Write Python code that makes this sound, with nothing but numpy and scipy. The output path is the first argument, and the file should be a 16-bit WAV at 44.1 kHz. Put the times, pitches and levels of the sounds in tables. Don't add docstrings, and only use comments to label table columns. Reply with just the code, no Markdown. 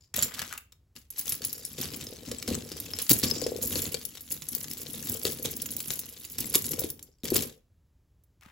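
import sys
import numpy as np
from scipy import signal
from scipy.fft import rfft, irfft, next_fast_len
from scipy.io import wavfile
from scipy.ndimage import uniform_filter1d

SR = 44100
rng = np.random.default_rng(int(sys.argv[2]) if len(sys.argv) > 2 else 0)


def log_audio(samples):
    frames = np.atleast_2d(samples).T
    limited = np.clip(frames, -1, 1)
    pcm = np.round(limited * 32767).astype(np.int16)
    wavfile.write(sys.argv[1], SR, pcm)


N = 375643

# frequency in Hz, level in dB.
ROOM_TONE_COLOUR = [(20, -14), (65, 7.5), (120, -2), (200, -11), (800, -28.5), (2500, -36), (16000, -39)]
REVERB_COLOUR = [(100, -12), (400, 3.5), (1200, 4), (4000, -3), (8000, -3), (15000, -0.5)]
# frequency in Hz, seconds to fall by 60 dB.
ROOM_T60 = [(100, 0.12), (400, 0.2), (3000, 0.29), (12000, 0.2)]
# frequency in Hz, left over right in dB.
LEFT_OVER_RIGHT = [(40, 0), (2800, 6.5), (9000, 0)]
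# centre in Hz, half width in Hz, gain in dB.
PORT_DIPS = [(9053, 573, -16.5), (13100, 540, -25.5)]
# centre in Hz, width in Hz, level in dB.
TABLE_MODES = [(84, 30, 5), (158.6, 28, 4.5), (236.1, 29, 3), (405, 232, -1), (472, 210, -1)]
# frequency in Hz, level in dB.
METAL_COLOUR = [(1500, -47.5), (5000, -2), (7500, -1), (10500, 6.5), (15500, 3)]
BEAD_COLOUR = [(150, -25.5), (600, -8), (1500, -4.5), (3000, 0), (5000, -1), (7500, 0.5), (11000, -0.5),
               (16000, -1.5)]
HOLLOW_COLOUR = [(200, -10), (700, -5), (2300, -1), (6000, -9)]
LINK_HZ = [7106, 11470, 12300, 11370, 15300, 15100]
BEAD_HZ = [3820, 4580, 5270, 5465, 6900]
HOLLOW_HZ = [1460, 1670, 2520]
PENDANT_HZ = [4850, 5607, 5000, 7140]
# time in seconds, levels of links, beads and drag in dB.
SLIDING = [(1.12, -67, -54.5, -73), (1.34, -51.5, -53.5, -58.5), (2.02, -57, -51.5, -54),
           (2.28, -66, -49.5, -53), (2.971, -52, -46.5, -49.5), (3.18, -43, -43, -73),
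           (3.42, -58.5, -48, -45), (3.8, -45, -41.5, -57), (4.03, -56, -52.5, -57.5),
           (4.22, -58, -56.5, -65), (4.97, -46, -46, -49.5), (5.671, -44, -48, -50.5),
           (6.21, -54.5, -52.5, -63.5), (6.68, -40.5, -53.5, -48.5), (7.102, -92, -75, -66)]
# start and length in seconds, levels of links, beads and drag in dB.
HANDFULS = [(0.156, 0.094, -39.5, -34.5, -46), (0.332, 0.19, -56.5, -42.5, -54),
            (0.952, 0.02, -58, -50.5, -62.5), (1.164, 0.031, -40.5, -42.5, -67),
            (1.248, 0.08, -43.5, -39, -59), (1.418, 0.023, -39, -39, -48.5),
            (1.777, 0.096, -54.5, -36, -45.5), (1.917, 0.15, -47.5, -41, -47.5),
            (2.273, 0.013, -60, -39, -41.5), (2.473, 0.086, -66, -36, -36),
            (2.987, 0.016, -32.5, -37.5, -70.5), (3.101, 0.012, -21, -30, -31),
            (3.223, 0.14, -43.5, -38.5, -37), (3.615, 0.32, -36, -50, -43.5), (3.712, 0.17, -53, -38, -40),
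            (4.3, 0.025, -36, -42, -49.5), (4.514, 0.12, -44, -45.5, -52),
            (5.09, 0.018, -30.5, -37.5, -40.5), (5.256, 0.0069, -32.5, -31, -38),
            (5.441, 0.024, -37, -34, -41.5), (5.872, 0.088, -40.5, -43.5, -53),
            (6.375, 0.31, -41.5, -41.5, -45), (6.705, 0.023, -39, -40, -45),
            (6.778, 0.07, -40.5, -39.5, -43.5), (7.24, 0.24, -46.5, -39.5, -43),
            (7.332, 0.07, -34.5, -33.5, -37.5)]
# start and length in seconds, level in dB.
RATTLES = [(0.138, 0.28, -46), (0.361, 0.086, -43), (0.507, 0.015, -44), (8.414, 0.1, -59.5)]
JINGLES = [(0, 0.033, -61.5), (1.486, 0.91, -47.5), (2.677, 0.19, -48), (3.247, 0.21, -35.5),
           (7.033, 0.19, -70.5)]
# start in seconds, level in dB, pitch in Hz.
KNOCKS = [(0.182, -30, 566), (1.408, -41, 450), (1.802, -30, 258), (2.125, -36.5, 464), (2.316, -30, 470),
          (2.481, -28.5, 464), (2.515, -23.5, 240), (2.716, -34, 332), (3.113, -19.5, 268),
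          (3.236, -20.5, 239.2), (3.42, -24, 478), (3.4639, -18.5, 454), (3.519, -23.5, 460),
          (3.558, -26.5, 434), (3.588, -30.5, 460), (3.764, -26.5, 293), (3.944, -27, 465),
          (5.253, -20.5, 415), (6.557, -22.5, 343), (6.736, -31, 330), (6.818, -30.5, 525),
          (6.843, -23.5, 332), (7.237, -28, 250), (7.32, -15.5, 343), (7.328, -21.5, 310),
          (7.361, -20.5, 365), (8.462, -44.5, 180)]
# start in seconds, pitch in Hz, level in dB.
PINGS = [(0.1906, 7000, -23.5), (0.232, 7330, -19.5), (1.654, 5254, -42.5), (2.069, 5130, -37),
         (2.385, 7816, -37.5), (2.546, 7920, -30.5), (2.9358, 5240, -28), (3.312, 5230, -24.5),
         (3.44, 5290, -29.5), (3.82, 7000, -30.5), (3.866, 7041, -34.5)]
# start in seconds, level in dB.
METAL_ON_METAL = [(0.1636, -25), (0.577, -33), (1.1038, -35.5), (1.1928, -24), (1.2694, -33), (1.2935, -21),
                  (1.3507, -30.5), (1.4487, -22), (1.529, -27.5), (1.651, -32), (1.662, -37), (2.801, -28),
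                  (3.1975, -27.5), (3.626, -24.5), (3.6685, -33), (3.7927, -31), (3.819, -25.5),
                  (4.052, -28), (4.2077, -39), (4.312, -38), (4.487, -28), (4.5497, -25.5), (4.734, -32.5),
                  (4.8159, -31.5), (5.232, -32), (5.2643, -33), (5.6188, -25.5), (5.706, -31),
                  (5.7656, -26), (5.936, -30), (5.992, -26.5), (6.25, -34.5), (6.299, -38), (6.6557, -29),
                  (6.6652, -26.5), (6.793, -26.5), (6.902, -27.5), (7.027, -37), (7.2425, -32.5),
                  (7.422, -24.5), (8.237, -64.5)]
METAL_ON_BEAD = [(0.225, -20.5), (1.322, -24.5), (1.813, -28.5), (2.9878, -27.5), (3.0944, -18.5),
                 (3.1022, -17), (3.11, -21), (3.113, -15), (4.713, -32.5), (5.071, -31.5), (5.804, -28.5),
                 (6.3838, -27), (6.4062, -28), (6.5406, -20), (6.5543, -13.5), (7.3035, -28),
                 (7.3587, -19.5), (7.3648, -18)]
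BEAD_ON_BEAD = [(0.1412, -26), (0.191, -29), (0.342, -37), (0.393, -26), (0.418, -27), (0.722, -46.5),
                (0.9633, -42.5), (1.419, -33), (1.7837, -36.5), (1.843, -31.5), (2.3153, -27),
                (2.426, -28.5), (2.4781, -25), (2.7176, -32), (3.2313, -22), (3.236, -18), (3.2429, -20.5),
                (3.4163, -28.5), (3.466, -28), (3.7563, -24), (3.9434, -23.5), (4.0142, -38),
                (4.153, -39.5), (4.1723, -36.5), (4.421, -32), (4.6427, -33), (5.2521, -19), (5.314, -38),
                (5.659, -31), (5.905, -24.5), (6.2436, -38), (6.548, -17.5), (6.6432, -29), (6.6821, -36),
                (6.734, -31.5), (6.993, -41.5), (7.2345, -38), (7.2743, -34.5)]
HOLLOW_TAPS = [(0.393, -28.5), (0.5265, -30), (0.5375, -35.5), (0.5772, -35), (8.4105, -52.5),
               (8.4335, -50.5), (8.46, -56)]

ATTACK_S, SAG_DB_PER_S = 0.0085, 36.5
SETTLE_DB_PER_S, DRAG_SETTLE_DB_PER_S = 238, 164
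THUMP_RISE_S, THUMP_T60_S = 0.0013, 0.024
SNAP_S = 0.00017
PING_T60_S = 0.028
BAND_LIMIT_HZ = 15900


def amp(db):
    return 10 ** (np.asarray(db) / 20)


def unit(x):
    return x / np.sqrt(np.mean(x ** 2) + 1e-20)


def along(points, hz):
    point_hz, values = np.transpose(points)
    return np.interp(np.log(hz + 1), np.log(point_hz), values)


def filtered(x, response):
    size = next_fast_len(N + SR // 2)
    return irfft(rfft(x, size) * response(np.fft.rfftfreq(size, 1 / SR)), size)[..., :N]


def causal(db):
    cepstrum = irfft(np.log(amp(db)))
    half = len(cepstrum) // 2
    cepstrum[1:half] *= 2
    cepstrum[half + 1:] = 0
    return np.exp(rfft(cepstrum))


def coloured(x, points):
    return filtered(x, lambda hz: causal(along(points, hz)))


def scatter(times, sounds, pan_db):
    at = np.round(np.abs(times) * SR).astype(int)[:, None] + np.arange(sounds.shape[1])
    pan = pan_db * rng.standard_normal((len(times), 1))
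    return np.array([np.bincount(at.ravel(), (sounds * amp(side * pan)).ravel(), N)[:N]
                     for side in (0.5, -0.5)])


def room_tone():
    noise = rng.standard_normal(N) + 0.091 * rng.standard_normal((2, N))
    return amp(-65) * unit(coloured(noise, ROOM_TONE_COLOUR))


def room_reverb(x):
    hz, t, noise = signal.stft(rng.standard_normal((2, SR // 2)), SR, nperseg=256)
    decay = amp(-60 * t / along(ROOM_T60, hz)[:, None])
    tail = signal.istft(noise * decay, SR, nperseg=256)[1]
    tail = np.pad(tail / np.linalg.norm(tail[0]), ((0, 0), (SR // 250, 0)))
    answer = signal.fftconvolve(x.mean(0)[None], tail, axes=1)[:, :N]
    return coloured(answer, REVERB_COLOUR)


def pushes(starts, lengths, levels_db, settle_db_per_s):
    power = np.full(N, 1e-12)
    for start, length, db in zip(starts, lengths, levels_db):
        first = max(round(start * SR), 0)
        t = np.arange(min(SR, N - first)) / SR
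        rise = np.minimum(t / ATTACK_S, 1)
        fall_db = SAG_DB_PER_S * t + settle_db_per_s * np.maximum(t - length, 0)
        power[first:first + len(t)] += (rise * amp(db - fall_db)) ** 2
    return 10 * np.log10(power)


def hand_motion(part, settle_db_per_s):
    column = ("links", "beads", "drag").index(part)
    times, *sliding_db = np.transpose(SLIDING)
    starts, lengths, *pushed_db = np.transpose(HANDFULS)
    slide_db = np.interp(np.arange(N) / SR, times, sliding_db[column], left=-np.inf, right=-np.inf)
    push_db = pushes(starts, lengths, pushed_db[column], settle_db_per_s)
    return 20 * np.log10(np.hypot(amp(slide_db), amp(push_db)))


def table_top(hz):
    return sum((-1) ** k * amp(db) * 1j * hz * width / (centre ** 2 - hz ** 2 + 1j * hz * width)
               for k, (centre, width, db) in enumerate(TABLE_MODES))


def thumps(times, db, hz, board_db):
    t = np.arange(SR // 10) / SR
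    envelope = amp(db[:, None] - 60 * t / THUMP_T60_S) * (1 - np.exp(-t / THUMP_RISE_S))
    hits = scatter(times, envelope * np.sin(2 * np.pi * hz[:, None] * t), pan_db=1)
    return hits + amp(board_db) * filtered(hits, table_top)


def rolling(level_db, count=420):
    times = (np.arange(count) + rng.random(count)) * N / SR / count
    bump_db = 3.5 * np.minimum(rng.standard_normal(count), 1)
    bumps = thumps(times, bump_db, hz=rng.uniform(190, 473, count), board_db=-0.5)
    rumble = filtered(rng.standard_normal(N), table_top)
    return amp(level_db + 0.5) * (unit(bumps) + unit(rumble))


def knocks():
    times, db, hz = np.transpose(KNOCKS)
    return thumps(times, db + 7, hz, board_db=-17.5)


def contacts(pitch_hz, family_hz, detune, ring_t60, crack_t60, crack_db, samples, snap=0):
    t, count = np.arange(samples) / SR, len(pitch_hz)
    crack = amp(crack_db - 60 * t / crack_t60) * (1 + snap * np.exp(-t / SNAP_S))
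    sound = crack * rng.standard_normal((count, samples))
    for strength, hz in (0.59, pitch_hz), (0.44, rng.choice(family_hz, count)):
        shift, life = rng.standard_normal((2, count, 1))
        phase = 2 * np.pi * hz[:, None] * np.exp(detune * shift) * t
        decay = amp(-60 * t / (ring_t60 * np.exp(0.5 * life)))
        sound += strength * decay * np.sin(phase)
    return sound / np.linalg.norm(sound, axis=1, keepdims=True)


def shower(sounds, spread_db, lag_s, hiss_db, colour, per_cluster):
    clusters = len(sounds) // per_cluster
    shape = (clusters, per_cluster)
    times = rng.uniform(0, N / SR, (clusters, 1)) + np.cumsum(rng.exponential(lag_s, shape), 1)
    db = spread_db * (np.minimum(rng.standard_normal((clusters, 1)), 2) - rng.exponential(1, shape))
    ticks = coloured(scatter(times.ravel(), sounds * amp(db).reshape(-1, 1), pan_db=9), colour)
    power = uniform_filter1d(uniform_filter1d(np.mean(ticks ** 2, 0), size=3000), size=3000)
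    ticks /= np.sqrt(np.abs(power) + 1e-12)
    return ticks + amp(hiss_db) * unit(coloured(rng.standard_normal(N), colour))


def pendants(level_db):
    rings = contacts(rng.choice(PENDANT_HZ, size=2400), PENDANT_HZ, detune=0.04,
                     ring_t60=0.024, crack_t60=0.003, crack_db=-2, samples=900)
    shimmer = shower(rings, spread_db=1.5, lag_s=0.0052, hiss_db=-13.5, colour=BEAD_COLOUR, per_cluster=3)
    return amp(level_db) * shimmer


def pings():
    times, hz, db = np.transpose(PINGS)
    t = np.arange(SR // 10) / SR
    ring = amp(-60 * t / PING_T60_S) * np.sin(2 * np.pi * hz[:, None] * t)
    tick = np.exp(-t / SNAP_S) * rng.standard_normal(ring.shape)
    return scatter(times, amp(db[:, None] + 5.5) * (ring + tick), pan_db=7.5)


def chains(level_db):
    ticks = contacts(rng.choice(LINK_HZ, size=3800), LINK_HZ, detune=0.054,
                     ring_t60=0.016, crack_t60=0.0035, crack_db=0.5, samples=500)
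    tinkle = shower(ticks, spread_db=5.5, lag_s=0.0018, hiss_db=-15, colour=METAL_COLOUR, per_cluster=5)
    return amp(level_db + 6) * tinkle


def beads(level_db, family_hz, colour):
    clicks = contacts(rng.choice(family_hz, size=2700), family_hz, detune=0.24,
                      ring_t60=0.011, crack_t60=0.008, crack_db=-4, samples=450, snap=1)
    clatter = shower(clicks, spread_db=4, lag_s=0.004, hiss_db=-6, colour=colour, per_cluster=3)
    return amp(level_db) * clatter


def collisions(rows, family_hz, ring_t60, crack_t60, snap, gap_s, loss_db, hits=3):
    times, level_db = np.transpose(rows)
    pitch_hz = np.repeat(rng.choice(family_hz, len(times)), hits)
    sounds = contacts(pitch_hz, family_hz, detune=0.03, ring_t60=ring_t60, crack_t60=crack_t60,
                      crack_db=-1, samples=1200, snap=snap)
    elapsed = np.cumsum(gap_s * rng.uniform(0.5, 2, (len(times), hits)), 1)
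    starts = times[:, None] + elapsed - elapsed[:, :1]
    gains = amp(level_db[:, None] + 20.5 - loss_db * np.arange(hits))
    return scatter(starts.ravel(), sounds * gains.reshape(-1, 1), pan_db=6.5)


def softer(rows, by_db):
    return [(start, db - by_db) for start, db in rows]


def clinks():
    metal_hits = METAL_ON_METAL + METAL_ON_BEAD + softer(BEAD_ON_BEAD, by_db=17)
    bead_hits = BEAD_ON_BEAD + softer(METAL_ON_BEAD, by_db=3) + softer(METAL_ON_METAL, by_db=14)
    metal = collisions(metal_hits, LINK_HZ, ring_t60=0.019, crack_t60=0.017,
                       snap=0, gap_s=0.0025, loss_db=7)
    clacks = collisions(bead_hits, BEAD_HZ, ring_t60=0.014, crack_t60=0.014,
                        snap=1.2, gap_s=0.003, loss_db=6)
    taps = collisions(HOLLOW_TAPS, HOLLOW_HZ, ring_t60=0.016, crack_t60=0.01,
                      snap=1, gap_s=0.0015, loss_db=7)
    board = amp(2) * filtered(clacks, table_top)
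    return coloured(metal, METAL_COLOUR) + coloured(clacks + taps, BEAD_COLOUR) + board


def scene():
    links_db = hand_motion("links", SETTLE_DB_PER_S)
    beads_db = hand_motion("beads", SETTLE_DB_PER_S)
    drag_db = hand_motion("drag", DRAG_SETTLE_DB_PER_S)
    rattle_db = pushes(*np.transpose(RATTLES), SETTLE_DB_PER_S)
    jingle_db = pushes(*np.transpose(JINGLES), SETTLE_DB_PER_S)
    heap = chains(links_db) + beads(beads_db, BEAD_HZ, BEAD_COLOUR)
    heap += beads(rattle_db, HOLLOW_HZ, HOLLOW_COLOUR)
    heap += clinks() + pings() + pendants(jingle_db)
    heap += rolling(drag_db) + knocks()
    side, left_lead_s = np.array([[0.5], [-0.5]]), 0.000015
    balance = lambda hz: amp(side * along(LEFT_OVER_RIGHT, hz))
    arrival = lambda hz: np.exp(2j * np.pi * hz * side * left_lead_s)
    direct = filtered(heap, lambda hz: balance(hz) * arrival(hz))
    return direct + amp(-7.5) * room_reverb(heap) + room_tone()


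def record(dry):
    dips_db = lambda hz: sum(db * np.exp(-((hz - centre) / width) ** 2)
                             for centre, width, db in PORT_DIPS)
    cut_db = lambda hz: -np.clip((hz - BAND_LIMIT_HZ) / 15, 0, 90)
    return filtered(dry, lambda hz: causal(dips_db(hz) + cut_db(hz)))


dry = scene()
out = record(dry)
log_audio(out)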